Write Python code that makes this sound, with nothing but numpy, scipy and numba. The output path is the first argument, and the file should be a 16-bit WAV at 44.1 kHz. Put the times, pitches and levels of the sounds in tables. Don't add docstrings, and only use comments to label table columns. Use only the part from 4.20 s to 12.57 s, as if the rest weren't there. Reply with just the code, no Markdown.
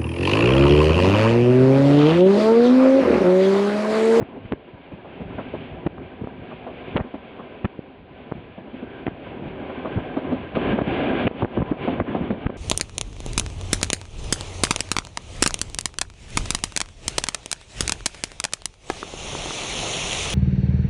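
import sys
import numpy as np
from scipy import signal
from scipy.fft import rfft, irfft
from scipy.io import wavfile
from scipy.ndimage import map_coordinates
from numba import njit

SR = 44100
rng = np.random.default_rng(int(sys.argv[2]) if len(sys.argv) > 2 else 0)


def generate_wav(signal):
    frames = np.transpose(np.atleast_2d(signal))
    scaled = np.clip(frames, -1, 1) * 32767
    pcm = np.round(scaled).astype(np.int16)
    wavfile.write(sys.argv[1], SR, pcm)


N = 369116
TIME = np.arange(N) / SR
TOP_HZ = 4800


def undb(db):
    return 10 ** (np.asarray(db) / 20)


def unit(x):
    return x / np.sqrt(np.mean(x ** 2))


def curve(rows):
    return np.interp(TIME, *np.transpose(rows))


def walk(rate):
    knots = rng.standard_normal(2048)
    return 1.04 * np.interp(TIME * rate, np.arange(len(knots)), knots)


def soften(x, hz, order=2):
    sos = signal.butter(order, min(hz, TOP_HZ), fs=SR, output="sos")
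    return signal.sosfilt(sos, x)


def band(x, lo_hz, hi_hz, order=2):
    edges = [lo_hz, max(hi_hz, lo_hz + 10)]
    return signal.sosfilt(signal.butter(order, edges, "band", fs=SR, output="sos"), x)


def ring(x, hz, width):
    return signal.lfilter(*signal.iirpeak(hz, hz / width, fs=SR), x)


def coloured(points):
    hz, db = np.transpose(points)
    freq = np.maximum(np.fft.rfftfreq(N, 1 / SR), 1)
    weight = undb(np.interp(np.log(freq), np.log(hz), db))
    return irfft(rfft(rng.standard_normal(N)) * weight, N)


def add(track, s, sound):
    start = max(int(s * SR), 0)
    track[start:start + len(sound)] += sound[:N - start]


# time in seconds, level in dB before the rolling gain.
ROLLING_LEVEL = [(0, -38.5), (0.65, -44), (1.25, -38.5), (1.65, -39.5), (2.2, -41), (2.7, -38.5),
                 (3.4, -39.5), (3.75, -45.5), (4.08, -40), (4.3, -43.5), (4.8, -40.5), (5.8, -35.5),
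                 (6.345, -37), (6.358, -24.5), (6.65, -23), (6.85, -20), (7.04, -21), (7.13, -27),
                 (7.7, -25.5), (7.9, -28.5), (8.36, -33)]
# frequency in Hz, relative spectral level in dB.
ROAR_SPECTRUM = [(30, -17.5), (65, -6.5), (125, -9.5), (170, -7.5), (430, -6.5), (580, -7.5), (770, -9),
                 (910, -22), (1300, -21.5), (1900, -24), (2300, -17.5), (3400, -25), (3950, -34.5),
                 (4450, -36)]
# time in seconds, treble level in dB.
HISS_LEVEL = [(0, -3), (0.45, 1), (1.38, 2), (1.62, -2.5), (2.2, 0), (2.65, 3), (3.3, -0.5), (3.7, 3),
              (4.2, 0.5), (4.9, 0), (5.5, -0.5), (6.55, 0), (6.63, -3), (6.72, -0.5), (6.87, 0), (7.05, -2),
              (7.9, -1.5)]
# frequency in Hz, width in Hz,
# relative level in the roar in dB, relative level in a knock in dB.
BOGIE_MODES = [(258, 35, 1.5, 9), (374, 44, -1.5, 3), (528, 69, -19.5, 4.5), (631, 20, -17, -1.5),
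               (794, 88, -14, -5), (994, 59, -11, -12), (1080, 130, -32.5, -27.5), (1584, 90, -14.5, -31),
               (2120, 54, -31.5, -23), (3050, 140, -28, -29)]


def rolling(shake_db=0.66, hiss_flicker_db=2.1, mode_swell_db=2.5, mode_drift=0.02, rattle_db=3, gain_db=11):
    roar = coloured(ROAR_SPECTRUM)
    body = signal.sosfiltfilt(signal.butter(2, 1200, fs=SR, output="sos"), roar)
    hiss = (roar - body) * undb(curve(HISS_LEVEL) + hiss_flicker_db * walk(14))
    rattle = unit(undb(rattle_db * walk(45)))
    for hz, width, db, _ in BOGIE_MODES:
        drive = soften(rng.standard_normal(N), 3000, order=6) * rattle
        clock = np.cumsum(1 + mode_drift * walk(5))
        ringing = map_coordinates(ring(drive, hz, width), [clock], order=1, mode="mirror")
        body = body + ringing * undb(db + mode_swell_db * walk(8.1))
    shaken = body * undb(shake_db * walk(28))
    return unit(shaken + hiss) * undb(curve(ROLLING_LEVEL) + gain_db)


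AXLE_GAP_S = 0.154
TRAIL_HARDNESS = 0.47
THUD_TOP_HZ = 450
# start in seconds, leading wheel level in dB, trailing wheel level
# in dB, hardness of the leading contact as a cut-off in Hz, relative share of the deep thud in dB.
RAIL_JOINTS = [(0.009, -24, -23, 1300, 1), (0.562, -52, -25.5, 950, -5.5), (0.847, -28.5, -25, 800, -13),
               (1.184, -18.5, -18, 1400, -1.5), (2.312, -27.5, -24.5, 2020, -18.5),
               (2.786, -15, -18.5, 1400, 0), (3.194, -23.5, -34, 1076, -6.5),
               (4.378, -25.5, -24.5, 696, -1.5), (4.47, -28.5, -22, 1105, 0),
               (5.497, -26.5, -21, 2180, -13), (5.969, -13.5, -12, 960, 3), (6.370, -8, -9.5, 800, 0.5),
               (7.221, -12.5, -10, 1230, 5), (7.524, -10, -4.5, 1380, 2), (7.949, -7, -8, 1200, 4.5)]


def joints(rise_s=0.004, hold_s=0.013, decay_s=0.012, damping=1.7, tail_db=-23, tail_s=0.1,
           thud_db=-3, ring_db=-1, zing_db=-27, zing_s=0.012):
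    out, t = np.zeros(N), np.arange(SR // 4) / SR
    release = np.exp(-np.maximum(t - hold_s, 0) / decay_s)
    tail = undb(tail_db) * np.exp(-t / tail_s)
    contact = np.minimum(t / rise_s, 1) * (release + tail)
    zing_shape = t / zing_s * np.exp(1 - t / zing_s)
    for start, lead_db, trail_db, lead_hz, deep_db in RAIL_JOINTS:
        leading = start, lead_db, lead_hz
        trailing = start + AXLE_GAP_S, trail_db, lead_hz * TRAIL_HARDNESS
        for s, db, hard_hz in (leading, trailing):
            chatter, steel = rng.standard_normal((2, len(t)))
            force = contact * chatter
            knock = undb(thud_db + deep_db) * unit(band(force, 200, 330))
            for hz, width, _, mode_db in BOGIE_MODES:
                share_db = mode_db + ring_db + deep_db * (hz < THUD_TOP_HZ)
                knock = knock + undb(share_db) * unit(ring(force, hz, width * damping))
            knock = soften(soften(knock, hard_hz), 2400, order=3)
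            blow = knock[:SR // 40]
            zing = unit(band(steel, 1800, 3900, order=3)) * zing_shape
            add(out, s - rise_s, undb(db) * (knock / np.std(blow) + undb(zing_db) * zing))
    return out


# start in seconds, length in seconds (held to 46 ms at most),
# relative level in dB, centre frequency in Hz, relative crackle level in dB.
STRONG_EDDIES = [(0.002, 0.034, -14.5, 222, -21), (0.248, 0.018, -23.5, 111, -15),
                 (0.315, 0.026, -11.5, 210.3, -19), (0.531, 0.035, -31.5, 110, -26),
                 (0.73, 0.026, -25.5, 149.5, -21), (0.994, 0.052, -25.5, 197.5, -25),
                 (1.104, 0.014, -20.5, 118, -31), (1.663, 0.012, -6, 349, -16),
                 (1.767, 0.041, -27.5, 197, -21), (2.01, 0.018, -18, 163, -27),
                 (2.033, 0.017, -19, 255, -22), (2.175, 0.03, -30, 133, -27),
                 (2.755, 0.017, -5.5, 175, -20.5), (2.7625, 0.0095, -9, 414, -3),
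                 (2.7655, 0.0075, -11.5, 715, 3.5), (2.773, 0.0095, -6, 478, -8),
                 (2.793, 0.022, -9, 162, -18), (3.441, 0.025, -6.5, 163, -15.5),
                 (3.449, 0.0078, -9.5, 383, -7), (4.14, 0.081, -27, 184, -40),
                 (4.864, 0.007, -14, 341.4, -8.5), (4.873, 0.013, -13.5, 227, -16.5),
                 (4.905, 0.041, -34, 140, -32), (5.209, 0.039, -26.5, 225, -30),
                 (5.246, 0.041, -26, 156, -23), (5.417, 0.03, -30, 275.5, -26),
                 (5.752, 0.036, -18.5, 107.7, -22.5), (5.769, 0.025, -15.5, 200, -27),
                 (6.34, 0.035, -25.5, 104, -16.5), (6.584, 0.011, -4.5, 401, -18.5),
                 (6.609, 0.019, -4, 318, -22), (6.666, 0.021, -10, 239, -35), (7.048, 0.026, -8, 141, -34),
                 (7.067, 0.014, 5, 337, -6), (7.222, 0.023, 0.5, 219.4, -26), (7.243, 0.0078, 3, 200, -15),
                 (7.367, 0.028, -5.5, 227, -25), (7.399, 0.013, -1, 169, -39), (7.413, 0.019, -1, 247, -17),
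                 (7.512, 0.015, 4, 222, -23.5), (7.7988, 0.0057, -1, 770, -13.5),
                 (7.802, 0.026, -1.5, 191, -19), (7.948, 0.05, -26.5, 74, -33),
                 (8.006, 0.019, -12, 130, -37), (8.101, 0.018, -12, 240, -12.5),
                 (8.258, 0.015, 2, 122.3, -21), (8.297, 0.009, -7, 592, -16)]


def eddies(edge=0.58, spread=0.64, churn_hz=320, weight=0.44, skew=0.5, tear=2.5, rasp=0.25, slowest=0.23,
           crackle_lo_hz=680, crackle_hi_hz=2200, reach_db=36, gain_db=1, crackle_db=-1.5):
    out, size = np.zeros(N), 4096
    for s, length, db, hz, tear_db in STRONG_EDDIES:
        count = int(np.clip(length * SR, 64, size / 2))
        shape = np.pad(signal.windows.tukey(count, edge), (0, size - count))
        swirl, grit = rng.standard_normal((2, size))
        wander = soften(swirl, churn_hz)
        wander = (wander - wander[:count].mean()) / wander[:count].std()
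        pace = np.exp(spread * np.clip(wander, -2, 2))
        cycles = rng.random() + np.cumsum(hz * pace) / SR
        swing = np.sin(2 * np.pi * cycles) / pace ** weight
        lopsided = swing + skew * (swing ** 2 - 0.5)
        pressure = soften(lopsided * shape, 2100, order=4)
        reach_hz = min(crackle_hi_hz * 2 ** ((tear_db + 19.5) / reach_db), TOP_HZ)
        crests = np.abs(pressure) / np.abs(pressure).max()
        cracks = grit * (crests ** tear + rasp * shape)
        crackle = soften(band(cracks, crackle_lo_hz, reach_hz, order=4), 4200)
        pressure = band(pressure, hz * slowest, 1300)
        burst = unit(pressure) + undb(tear_db + crackle_db) * unit(crackle)
        add(out, s, burst * np.sqrt(count / size) * undb(db + gain_db))
    return out


# time of the spike in seconds, relative peak level in dB,
# centre frequency in Hz, highest reach in Hz.
AIR_POPS = [(0.3224, 2.5, 400, 4200), (0.3288, -19, 200, 1300), (1.6643, -0.5, 120, 660),
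            (1.6668, -7, 797, 4200), (1.782, -14, 600, 1610), (2.073, -6.5, 200, 1500),
            (2.683, -12, 170, 606), (2.7642, 8.5, 307, 3400), (2.802, -1, 380, 1800),
            (2.945, -10, 210, 1500), (3.446, -4, 254, 3040), (3.453, -5.5, 480, 3600),
            (3.592, -4.5, 170, 556), (4.1155, -8, 200, 1610), (4.1219, 1.5, 140, 1990),
            (4.867, -10.5, 520, 3530), (4.8776, -8.5, 300, 1410), (5.789, -9.5, 400, 1300),
            (6.3534, -8, 698, 4530), (7.113, 4.5, 230, 810), (7.223, 3, 600, 1180), (7.2477, 10, 700, 2400),
            (7.256, 8, 350, 1390), (7.374, -2, 397, 1410), (7.4194, 3, 300, 1840), (8.235, -11, 300, 900),
            (8.2679, 10, 900, 2930), (8.296, 2.5, 260, 1100)]


def pops(fall=1.4, lean=0.21, gain_db=0.5):
    out, size = np.zeros(N), 2048
    freq = np.fft.rfftfreq(size, 1 / SR)
    for (s, db, hz, reach_hz), tilt in zip(AIR_POPS, rng.standard_normal(len(AIR_POPS))):
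        power = (freq / hz) ** 2
        hump = power / (1 + power) ** (1 + fall / 2)
        edge = 1 / (1 + (freq / reach_hz) ** 6)
        spike = np.fft.fftshift(irfft(hump * edge * np.exp(1j * lean * tilt), size))
        add(out, s - size / 2 / SR, spike / np.abs(spike).max() * undb(db + gain_db))
    return out


# time in seconds, relative level in dB.
DRAUGHT_LEVEL = [(0, -35), (0.1, -44), (0.25, -28), (0.45, -46), (0.8, -35.5), (1.0, -27.5), (2.1, -31),
                 (2.35, -38), (3.7, -43.5), (3.85, -33), (4.15, -31), (4.35, -38), (5.02, -36.5),
                 (5.25, -30), (5.6, -36.5), (6.1, -28), (6.3, -33.5), (6.55, -14.5), (6.9, -30.5),
                 (7.6, -21), (8.36, -20)]


def slipstream(gust_db=6, gain_db=-3.0, wake_db=-19, build_s=0.012, wake_s=0.0082):
    flutter = band(rng.standard_normal(N), 50, 190) * undb(gust_db * np.tanh(walk(30)))
    strength = undb(curve(DRAUGHT_LEVEL) + gain_db)
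    t = np.arange(-SR // 10, SR // 3) / SR
    wake = np.exp(np.minimum(t / build_s, -t / wake_s))
    for s, _, db, _, _ in STRONG_EDDIES:
        add(strength, s + t[0], undb(db + wake_db) * wake[s + t >= 0])
    return unit(flutter) * strength


def scene():
    return (rolling() + joints() + eddies() + pops() + slipstream())[None]


@njit
def gain_cut(excess, start, fall, charge, creep, deepest):
    cut, quick, slow = np.empty(len(excess)), 0., start
    for i in range(len(excess)):
        quick = max(excess[i], quick - fall)
        if excess[i] > slow:
            slow += (quick - slow) * charge
        slow = min(max(slow - creep, 0.), deepest)
        cut[i] = max(quick, slow)
    return cut


def gain_control(x, limit_db=-16, start_cut_db=13.0, sense_s=0.0015, quick_db_per_s=115,
                 charge_s=0.011, slow_db_per_s=3.0, deepest_db=13.0):
    keep = np.exp(-1 / (sense_s * SR))
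    power = signal.lfilter([1 - keep], [1, -keep], x ** 2)
    level_db = 10 * np.log10(power + 1e-12)
    cut_db = gain_cut(level_db - limit_db, float(start_cut_db), quick_db_per_s / SR,
                      1 / (charge_s * SR), slow_db_per_s / SR, float(deepest_db))
    return x * undb(-cut_db)


def record(dry, ceiling=0.78, self_noise_db=-58, bass_cut_hz=30):
    hiss = undb(self_noise_db) * rng.standard_normal(N)
    rounded = ceiling * np.tanh(gain_control(dry[0]) / ceiling)
    dull = soften(rounded + hiss, 3800, order=7)
    thin = signal.sosfilt(signal.butter(1, bass_cut_hz, "high", fs=SR, output="sos"), dull)
    return signal.sosfilt(signal.ellip(8, 0.2, 80, TOP_HZ, fs=SR, output="sos"), thin)[None]


dry = scene()
out = record(dry)
generate_wav(out)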